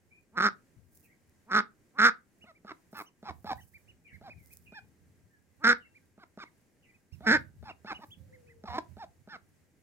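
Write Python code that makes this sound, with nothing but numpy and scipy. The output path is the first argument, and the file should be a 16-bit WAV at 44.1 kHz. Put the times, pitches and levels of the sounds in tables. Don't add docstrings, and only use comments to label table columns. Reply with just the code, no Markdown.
import sys
import numpy as np
from scipy import signal
from scipy.fft import rfft, irfft, next_fast_len
from scipy.io import wavfile
from scipy.ndimage import uniform_filter1d, map_coordinates

SR = 44100
rng = np.random.default_rng(int(sys.argv[2]) if len(sys.argv) > 2 else 0)


def transcribe(u):
    v = np.clip(np.atleast_2d(u).T, -1, 1)
    q = np.round(v * 32767).astype(np.int16)
    wavfile.write(sys.argv[1], SR, q)


def volts_from_decibels(level):
    exponent = np.asarray(level, float) / 20
    return 10 ** exponent


N = 433062

# centre_hz, width_hz, relative_db
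PIPE_MODES = [(204, 82, -1), (460.3, 330, -9.5), (930, 46, -5.5), (3720, 632, -15.5), (5480, 790, -21),
              (7230, 370, -29.5)]
# ratio to mouth resonance, width_hz, relative_db
HALF_SHUT_MODES = [(0.999, 236, 2.5), (1.602, 347, -7), (2.1, 300, -6)]
CREAK_S = 0.009


def unit(x):
    return x / np.sqrt(np.mean(x ** 2) + 1e-20)


def along(points, hz):
    f, v = np.transpose(points)
    return np.interp(np.log(hz + 1), np.log(f + 1), v)


def wobble(rate, size=N):
    knots = rng.standard_normal(int(size * rate / SR) + 4)
    return map_coordinates(knots, [np.arange(size) * rate / SR])


def filtered(x, response):
    m = next_fast_len(N + SR // 4)
    return irfft(rfft(x, m) * response(np.fft.rfftfreq(m, 1 / SR)), m)[..., :N]


def hiss(spectrum, alike):
    common, left, right = rng.standard_normal((3, N))
    alike = np.clip(alike, 0, 1)
    pair = np.sqrt(alike) * common + np.sqrt(1 - alike) * np.array([left, right])
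    return unit(filtered(pair, lambda hz: volts_from_decibels(along(spectrum, hz))))


def add(track, s, sound):
    part = track[..., round(s * SR):][..., :sound.shape[-1]]
    part += sound[..., :part.shape[-1]]


def air():
    # freq_hz, relative density_db
    wash = [(30, -57.5), (59, -21.5), (100, -10), (219, -12), (854, -25.5), (1200, -29), (1910, -23.5),
            (3500, -36), (7000, -31), (16000, -39.5)]
    # centre_hz, half_width_hz, level_db
    drones = [(220, 210, -73.5), (1600, 18, -92.5)]
    sway_db = 0.9 * wobble(1.2) + 1.5 * wobble(7)
    out = volts_from_decibels(-71 + sway_db) * hiss(wash, alike=0.25)
    for hz, half_width_hz, db in drones:
        band = lambda f: 1 / (1 + ((f - hz) / half_width_hz) ** 2)
        tone = unit(filtered(rng.standard_normal(N), band))
        out += volts_from_decibels(db + 2 * wobble(5)) * tone
    return out


def wind():
    # time_s, level_db
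    strength = [(0.0, -78.5), (3.06, -80), (3.47, -59), (4.07, -74.5), (4.38, -63), (5.47, -71),
                (7.109, -82), (7.3, -61.5), (8.78, -65.5), (9.82, -72.5)]
    # time_s, peak_db, left_minus_right_db
    bumps = [(0.775, -52.5, 30), (3.307, -49, -24), (3.577, -52, -31), (4.136, -44.5, -41),
             (4.45, -56.5, -30), (7.132, -40, -33), (7.352, -41.5, -8), (8.18, -45.5, -46),
             (8.697, -44.5, -7.5), (8.894, -46.5, -41.5)]
    # freq_hz, relative density_db
    gust = [(30, -57.5), (48, -26.5), (80, -1.5), (120, -11), (200, -15.5), (400, -55)]
    rumble_db = np.interp(np.arange(N) / SR, *np.transpose(strength))
    lumps = volts_from_decibels(rumble_db + 5.6 * np.array([wobble(12.0), wobble(34.0)]))
    t = np.arange(SR // 5) / SR
    for s, db, pan_db in bumps:
        side = volts_from_decibels(np.minimum([[pan_db], [-pan_db]], 0))
        bump = volts_from_decibels(db - 60 * t / 0.5) * (1 - np.exp(-t / 0.0041))
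        add(lumps, s - 0.01, side * bump)
    return lumps * hiss(gust, alike=0.4)


def yard(x, gap_s):
    # freq_hz, t60_s
    decay = [(200, 0.27), (1500, 0.19), (4500, 0.16), (12000, 0.038)]
    out = 0
    drift = np.exp(3 * np.array([wobble(45) for _ in range(3)]))
    for share in np.sqrt(drift / drift.sum(0)):
        hz, t, z = signal.stft(rng.standard_normal((2, SR // 2)), SR, nperseg=256)
        fall = volts_from_decibels(-60 * t / along(decay, hz)[:, None])
        tail = signal.istft(z * fall, SR, nperseg=256)[1]
        late = np.pad(x * share, (round(gap_s * SR), 0))[None]
        out = out + signal.fftconvolve(late, tail / np.linalg.norm(tail[0]), axes=1)[:, :N]
    return out


def whistle(length_s, swoop_s, from_hz, to_hz, db, loss_db, flutter_db):
    t = np.arange(0, length_s, 1 / SR)
    flutter = wobble(60, size=SR)[:len(t)]
    level = volts_from_decibels(db - loss_db * t / length_s + flutter_db * flutter)
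    level = signal.windows.tukey(len(t), 0.35) * level
    hz = to_hz + (from_hz - to_hz) * np.clip(1 - t / swoop_s, 0, 1) ** 0.92
    return level * np.sin(2 * np.pi * np.cumsum(hz) / SR)


def far_birds():
    # start_s, length_s, swoop_s, from_hz, held_hz, source level_db
    whistles = [(0.105, 0.081, 0.0186, 2180, 2450, -60), (1.028, 0.082, 0.041, 2927, 1896, -72),
                (1.095, 0.051, 0.023, 1870, 2295, -69), (4.041, 0.091, 0.081, 2560, 1620, -59),
                (4.069, 0.092, 0.024, 3256, 2240, -60.5), (4.351, 0.151, 0.047, 2660, 2075, -67.5),
                (4.654, 0.144, 0.016, 3150, 2448, -53.5), (5.3, 0.096, 0.067, 1838, 1660, -69),
                (5.793, 0.11, 0.036, 3170, 2704, -64.5), (6.818, 0.11, 0.044, 3215, 2000, -68)]
    out = np.zeros(N)
    for s, *row in whistles:
        add(out, s, whistle(*row, loss_db=12, flutter_db=2.5))
    moan = whistle(0.5, 0.5, from_hz=540, to_hz=440, db=-70, loss_db=0, flutter_db=2.5)
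    add(out, 8.15, moan)
    return out


def grass():
    # centre_s, half_length_s, level_db
    stirrings = [(0.984, 0.091, -64), (2.989, 0.053, -56.5), (3.577, 0.21, -65.5), (4.53, 0.1, -60),
                 (8.08, 0.058, -67.5)]
    # time_s, peak_db
    snaps = [(0.9741, -42), (1.2954, -52.5), (4.4597, -43.5), (4.498, -56.5), (4.5301, -35.5), (4.571, -33)]
    # freq_hz, relative density_db
    stalks = [(3000, -28), (5000, -9), (8000, -5), (16000, 0)]
    ticks_per_s = 9
    crackle = unit(volts_from_decibels(5 * np.abs(wobble(400))) * hiss(stalks, alike=0.1))
    time_s = np.arange(N) / SR
    swell = sum(volts_from_decibels(db) * np.exp(-((time_s - s) / half) ** 2) for s, half, db in stirrings)
    blows, t = np.zeros(N), np.arange(600) / SR
    ticks = rng.random((round(ticks_per_s * N / SR), 2)) * [N / SR, 14] - [0, 72]
    for s, db in [*snaps, *ticks]:
        add(blows, s, volts_from_decibels(db - 60 * t / 0.0042) * np.clip(t * 3000, 0, 1))
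    return swell * volts_from_decibels(3.0 * wobble(50)) * crackle + blows * hiss(stalks, alike=0.092)


def ducklings():
    # centre_s, top_hz, level_db
    peeps = [(2.432, 2950, -53.5), (2.566, 2370, -61.5), (3.075, 3060, -60), (3.592, 1970, -54),
             (3.62, 3090, -62), (3.758, 2393, -49.5), (3.898, 2948, -55), (4.149, 2140, -50.5),
             (4.315, 2505, -47), (4.522, 2540, -58), (5.86, 2200, -61), (5.966, 2410, -55.5),
             (6.47, 2216, -57), (6.9, 2420, -62), (6.952, 2540, -63.5), (7.138, 2800, -61.5),
             (7.707, 2800, -47), (7.96, 2990, -44.5), (8.127, 3430, -49), (8.345, 2150, -56),
             (8.487, 2580, -63), (8.51, 2060, -58)]
    strong_overtone_s = [3.075, 3.62, 7.136]
    out, u = np.zeros(N), np.linspace(-1, 1, 2300)
    for s, hz, db in peeps:
        phase = 2 * np.pi * np.cumsum(hz * (1 - 0.36 * u ** 2)) / SR
        strong = np.isclose(s, strong_overtone_s, atol=0.01).any()
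        over_db = -5 if strong else -24.5
        tone = np.sin(phase) + volts_from_decibels(over_db) * np.sin(2 * phase)
        add(out, s - len(u) / 2 / SR, volts_from_decibels(db - 20 * u ** 2) * (1 - u ** 8) * tone)
    return out


def mode(f, c, w, db):
    return volts_from_decibels(db) * 1j * f * w / (c * c - f * f + 1j * f * w)


def throat(f, mouth_hz, modes, bill_hz, nasal_db, chest_db):
    nasal_hz, nasal_width_hz = 2100, 300
    out = sum((-1) ** k * mode(f, mouth_hz * r, w, g) for k, (r, w, g) in enumerate(modes))
    out = out * mode(f, mouth_hz * 1.042, bill_hz, 0)
    out = out + mode(f, nasal_hz, nasal_width_hz, nasal_db / 2) ** 2
    out = out / (1 + 1j * f / 2600 * 1.14 - (f / 2600) ** 2) ** 3
    chest = sum((-1) ** k * mode(f, c, w, g + chest_db) for k, (c, w, g) in enumerate(PIPE_MODES[:3]))
    return out + chest / (1 + 1j * f / 1500) ** 2


def windpipe(f):
    upper = sum((-1) ** k * mode(f, *row) for k, row in enumerate(PIPE_MODES[3:]))
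    return upper * (1j * f / (3000 + 1j * f)) ** 4


def call(s, db, pitch_hz, mouth_hz, modes, bill_hz, half_beat, chest_db, jitter, scatter_db, nasal_db,
         breath_db):
    # time_s, change_db
    catches = [(.394, -16), (.417, -16), (1.527, -8), (1.557, -9), (2.011, -12)]
    size = 10240
    t = np.arange(s[0], s[-1], 1 / SR)
    smooth_hz = uniform_filter1d(np.interp(t, s, pitch_hz), size=400)
    turns = np.cumsum(smooth_hz) / SR
    beat = np.arange(0, turns[-1], 0.5)
    chance = rng.standard_normal((len(beat), 3))
    when = np.interp(beat, turns, t)
    rate, effort_db = np.interp(when, s, pitch_hz), np.interp(when, s, db)
    half = np.interp(when, s, half_beat)
    catch_db = sum(d * np.exp(-((when - c) * rate * 1.5) ** 4) for c, d in catches)
    strength = volts_from_decibels(effort_db + catch_db + scatter_db * chance[:, 0])
    strength *= np.sqrt(SR / rate / (1 + half ** 2))
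    strength[1::2] *= half[1::2]

    f = np.fft.rfftfreq(size, 1 / SR)
    mouth = np.interp(when, s, mouth_hz)[:, None] * (1 + 0.012 * chance[:, 2:])
    nasal, chest = np.interp(when, s, nasal_db)[:, None], np.interp(when, s, chest_db)[:, None]
    ring = throat(f, mouth, modes, bill_hz, nasal, chest)
    ring /= np.sqrt(np.mean(np.abs(ring) ** 2, 1, keepdims=True))
    treble = windpipe(f) / (1 + 1j * f / 9000) ** (effort_db[:, None] / -24) ** 2
    puff = volts_from_decibels(breath_db - 60 * np.arange(400) / SR / 0.008) * rng.standard_normal((len(beat), 400))
    puff = rfft(puff, size)
    ring *= 1 + 0.09 * (f / 1500) ** 1.5 * puff / np.abs(puff).mean()
    treble_gain = volts_from_decibels(13.5 + 0.32 * (effort_db - effort_db.max()))[:, None]
    ring += treble_gain * treble * (1 + puff)
    delay_s = when - s[0] + 0.0024 + np.interp(when, s, jitter) * chance[:, 1] / rate
    delay = np.exp(-2j * np.pi * f * delay_s[:, None])
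    return -irfft(np.sum(strength[:, None] * ring * delay, 0), size)


def pop(s0, db):
    same = np.ones(2)
    return call(s0 + np.array([0, CREAK_S]), [db, db - 7.5], 210 * same, 600 * same, HALF_SHUT_MODES,
                bill_hz=496, half_beat=0 * same, chest_db=8 * same, jitter=0 * same, scatter_db=0.51,
                nasal_db=-40 * same, breath_db=-16.5)


def cluck(s, db, low_hz, high_hz, high_db, mouth_hz):
    waver = 0.016
    soft_db, hard_db = -1.5, 2
    mix_db = 13, 1
    t = np.arange(s[0], s[-1], 1 / SR)
    u = (t - s[0]) / (s[-1] - s[0])
    hz = np.array([uniform_filter1d(np.interp(t, s, v), size=400) * (1 + waver * wobble(90, size=len(t)))
                   for v in (low_hz, high_hz)])
    orders = np.array([(m, n) for m in range(7) for n in range(-3, 5) if (m, n) > (0, 0)])
    f, phase = orders @ hz, 2 * np.pi * orders @ np.cumsum(hz, 1) / SR
    steps = np.abs(orders).sum(1)[:, None] - 1
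    size = volts_from_decibels(high_db * (orders[:, 1:] != 0) - steps * (soft_db + (hard_db - soft_db) * u))
    size[orders.prod(1) != 0] *= volts_from_decibels(-np.interp(u, [0, 1], mix_db))

    closing_hz = mouth_hz * (hz[0] / hz[0].max()) ** 0.67
    nasal_db = 20 * np.log2(mouth_hz / 1400)
    ring = throat(np.abs(f), closing_hz, HALF_SHUT_MODES, 2300, nasal_db - 60 * (u - 0.65) ** 2,
                  -8 + 19 * u ** 2)
    size = size * (ring + volts_from_decibels(7.5) * windpipe(np.abs(f)))
    voice = np.real(size * np.exp(1j * np.sign(f) * phase)).sum(0)
    voice = voice / np.sqrt(np.sum(np.abs(size) ** 2, 0) / 2)
    breath = rfft(rng.standard_normal(len(t)) * np.abs(voice) * u)
    breath = irfft(breath * windpipe(np.fft.rfftfreq(len(t), 1 / SR)), len(t))
    voice = voice + volts_from_decibels(-23) * unit(breath)
    return voice * volts_from_decibels(np.interp(t, s, db)) * signal.windows.tukey(len(t), 0.14)


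def clucks():
    # start_s, length_s, peak_db, low_top_hz, low_last_hz, high_top_hz, high_last_hz,
    # high_over_low_db, mouth_resonance_hz
    short_clucks = [(2.44, .079, -54, 716, 589, 1100, 879, -17.5, 1024),
                    (2.647, 0.079, -43, 830, 600, 1290, 900, 2.5, 1400),
                    (2.929, .097, -40.5, 902, 630.7, 1475, 950, 0, 1226),
                    (3.228, 0.089, -40, 862.7, 622.7, 1400, 796.5, -2, 950),
                    (3.444, 0.094, -32.5, 850, 723.5, 1320, 750.6, -2.5, 862),
                    (4.212, .09, -47.5, 849.4, 536, 1501, 830, -7, 824),
                    (4.722, 0.074, -45.5, 896.5, 748.3, 1324, 1130, -37, 1530),
                    (6.178, 0.066, -51.5, 810, 585, 1220, 891, -7.5, 1240),
                    (6.374, .069, -37, 823.7, 586.4, 1284, 843.7, 6, 1440),
                    (7.206, 0.056, -45, 761, 696, 1164, 1046, -16.5, 740),
                    (7.627, .091, -44.5, 886.3, 589.6, 1454, 930, -7.5, 1025),
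                    (7.846, .09, -37, 884.4, 728.5, 1583, 680.7, -6, 1240),
                    (7.989, .06, -48.5, 956, 760, 1256, 1123, 2, 855),
                    (8.968, 0.083, -42.5, 907, 574, 1405, 887, -11, 893),
                    (9.274, .095, -44, 923.4, 600, 1502, 1031, -10, 1460)]
    # time_s, level_db, low_voice_hz, high_voice_hz
    long_cluck = [(8.652, -45, 760.7, 1181), (8.667, -48.5, 900, 1388), (8.686, -44, 700, 1000),
                  (8.716, -42.5, 715, 965), (8.763, -35.5, 755, 1020), (8.776, -40.5, 786.4, 1139),
                  (8.788, -27, 653.5, 959.3), (8.8, -51, 563, 780)]
    voiced_s = 0.03
    swell_db, fade_db, crest_share = 8, 2.5, 0.56
    low_sag_power, high_sag_power = 1.7, 1.6
    out, u = np.zeros(N), np.linspace(0, 1, 11)
    for s0, length, peak_db, low_hz, low_last_hz, high_hz, high_last_hz, high_db, mouth_hz in short_clucks:
        s = s0 + np.r_[CREAK_S, voiced_s + (length - voiced_s) * u]
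        rise_db = np.interp(u, [0, crest_share, 1], [-swell_db, 0, -fade_db])
        db = peak_db + np.r_[-2 * swell_db, rise_db]
        low = np.r_[0.75 * low_hz, low_hz + (low_last_hz - low_hz) * u ** low_sag_power]
        high = np.r_[0.85 * high_hz, high_hz + (high_last_hz - high_hz) * u ** high_sag_power]
        add(out, s0 - 0.002, pop(s0, -47 + 0.64 * (peak_db + 42)))
        add(out, s[0], cluck(s, db, low, high, high_db, mouth_hz))
    add(out, 8.638 - 0.002, pop(8.638, -42))
    add(out, long_cluck[0][0], cluck(*np.transpose(long_cluck), high_db=1.5, mouth_hz=950))
    return out


def quacks():
    # start_s, length_s, peak_db, opening_hz, highest_hz, lift_share_of_length, lift_s,
    # mouth_resonance_hz, level_change_at_lift_db, chest_db
    loud_quacks = [(0.371, 0.12, -22.5, 175.3, 210.3, .4, 0.018, 1269, 1, -6.5),
                   (1.510, 0.1, -24.5, 177.1, 220, .3, .02, 1274, 3, -7),
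                   (1.985, 0.11, -18, 203.9, 249.4, 0.42, 0.029, 1331, 2.5, -10),
                   (5.639, 0.0955, -17.5, 224.7, 246.3, 0.36, .02, 1373, -0.5, -6),
                   (7.265, 0.11, -18, 220.3, 314.4, .5, 0.01, 1486, -3, 0)]
    # ratio to mouth resonance, width_hz, relative_db
    wide_modes = [(1.0, 209.7, 0.5), (1.17, 297, 0), (1.5, 457, -7.5)]
    attack_s, release_s, peak_share = 0.0013, 0.026, 0.6
    envelope_db = [-10, -4.5, 0, -0.5, -9.5]
    sink_share, sink_s = 0.76, 0.03
    lead_s = 0.048
    out = np.zeros(N)
    for s0, length, peak_db, low_hz, high_hz, lift, lift_s, mouth, change_db, chest_db in loud_quacks:
        t = np.r_[-lead_s, -0.006, np.arange(0, length, 0.004)]
        shape_s = [0, attack_s, peak_share * length, length - release_s, length]
        lifted = 1 / (1 + np.exp((lift * length - t) / lift_s * 2))
        db = peak_db + np.interp(t, shape_s, envelope_db) + change_db * lifted
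        hz = low_hz + (high_hz - low_hz) * lifted
        hz -= sink_share * (high_hz - low_hz) * np.clip(1 + (t - length) / sink_s, 0, 1)
        db[:2], hz[:2] = (-70, -44), (1.1 * low_hz, 1.5 * low_hz)
        shut = np.clip(-t / lead_s, 0, 1)
        quack = call(s0 + t, db, hz, mouth * (1 - 0.45 * shut), wide_modes, bill_hz=950,
                     half_beat=0.22 * lifted, chest_db=chest_db + 14 * shut, jitter=0.01 + 0.02 * lifted,
                     scatter_db=1.6, nasal_db=-22 + 0 * t, breath_db=-8.5)
        add(out, s0 + t[0] - 0.002, quack)
    return out


def scene():
    # freq_hz, left_minus_right_db
    shading = [(300, -.8), (4000, -2.8)]
    lag_samples = 5.13

    def ports(hz):
        delay = np.exp(-1j * np.pi * hz * lag_samples / SR * np.array([[1], [-1]]))
        return delay * volts_from_decibels(along(shading, hz) * np.array([[0.5], [-0.5]]))

    near, far = clucks() + quacks() + ducklings(), far_birds()
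    direct = filtered(near + volts_from_decibels(0.5) * far, ports)
    echoes = volts_from_decibels(-16.0) * yard(near, gap_s=0.0065) + volts_from_decibels(3) * yard(far, gap_s=0.008)
    return direct + echoes + volts_from_decibels([[-1.2], [1.2]]) * grass() + wind() + air()


def band_limit(x):
    return signal.sosfilt(signal.butter(12, 15900, fs=SR, output="sos"), x)


def record(dry):
    return band_limit(dry)


dry = scene()
out = record(dry)
transcribe(out)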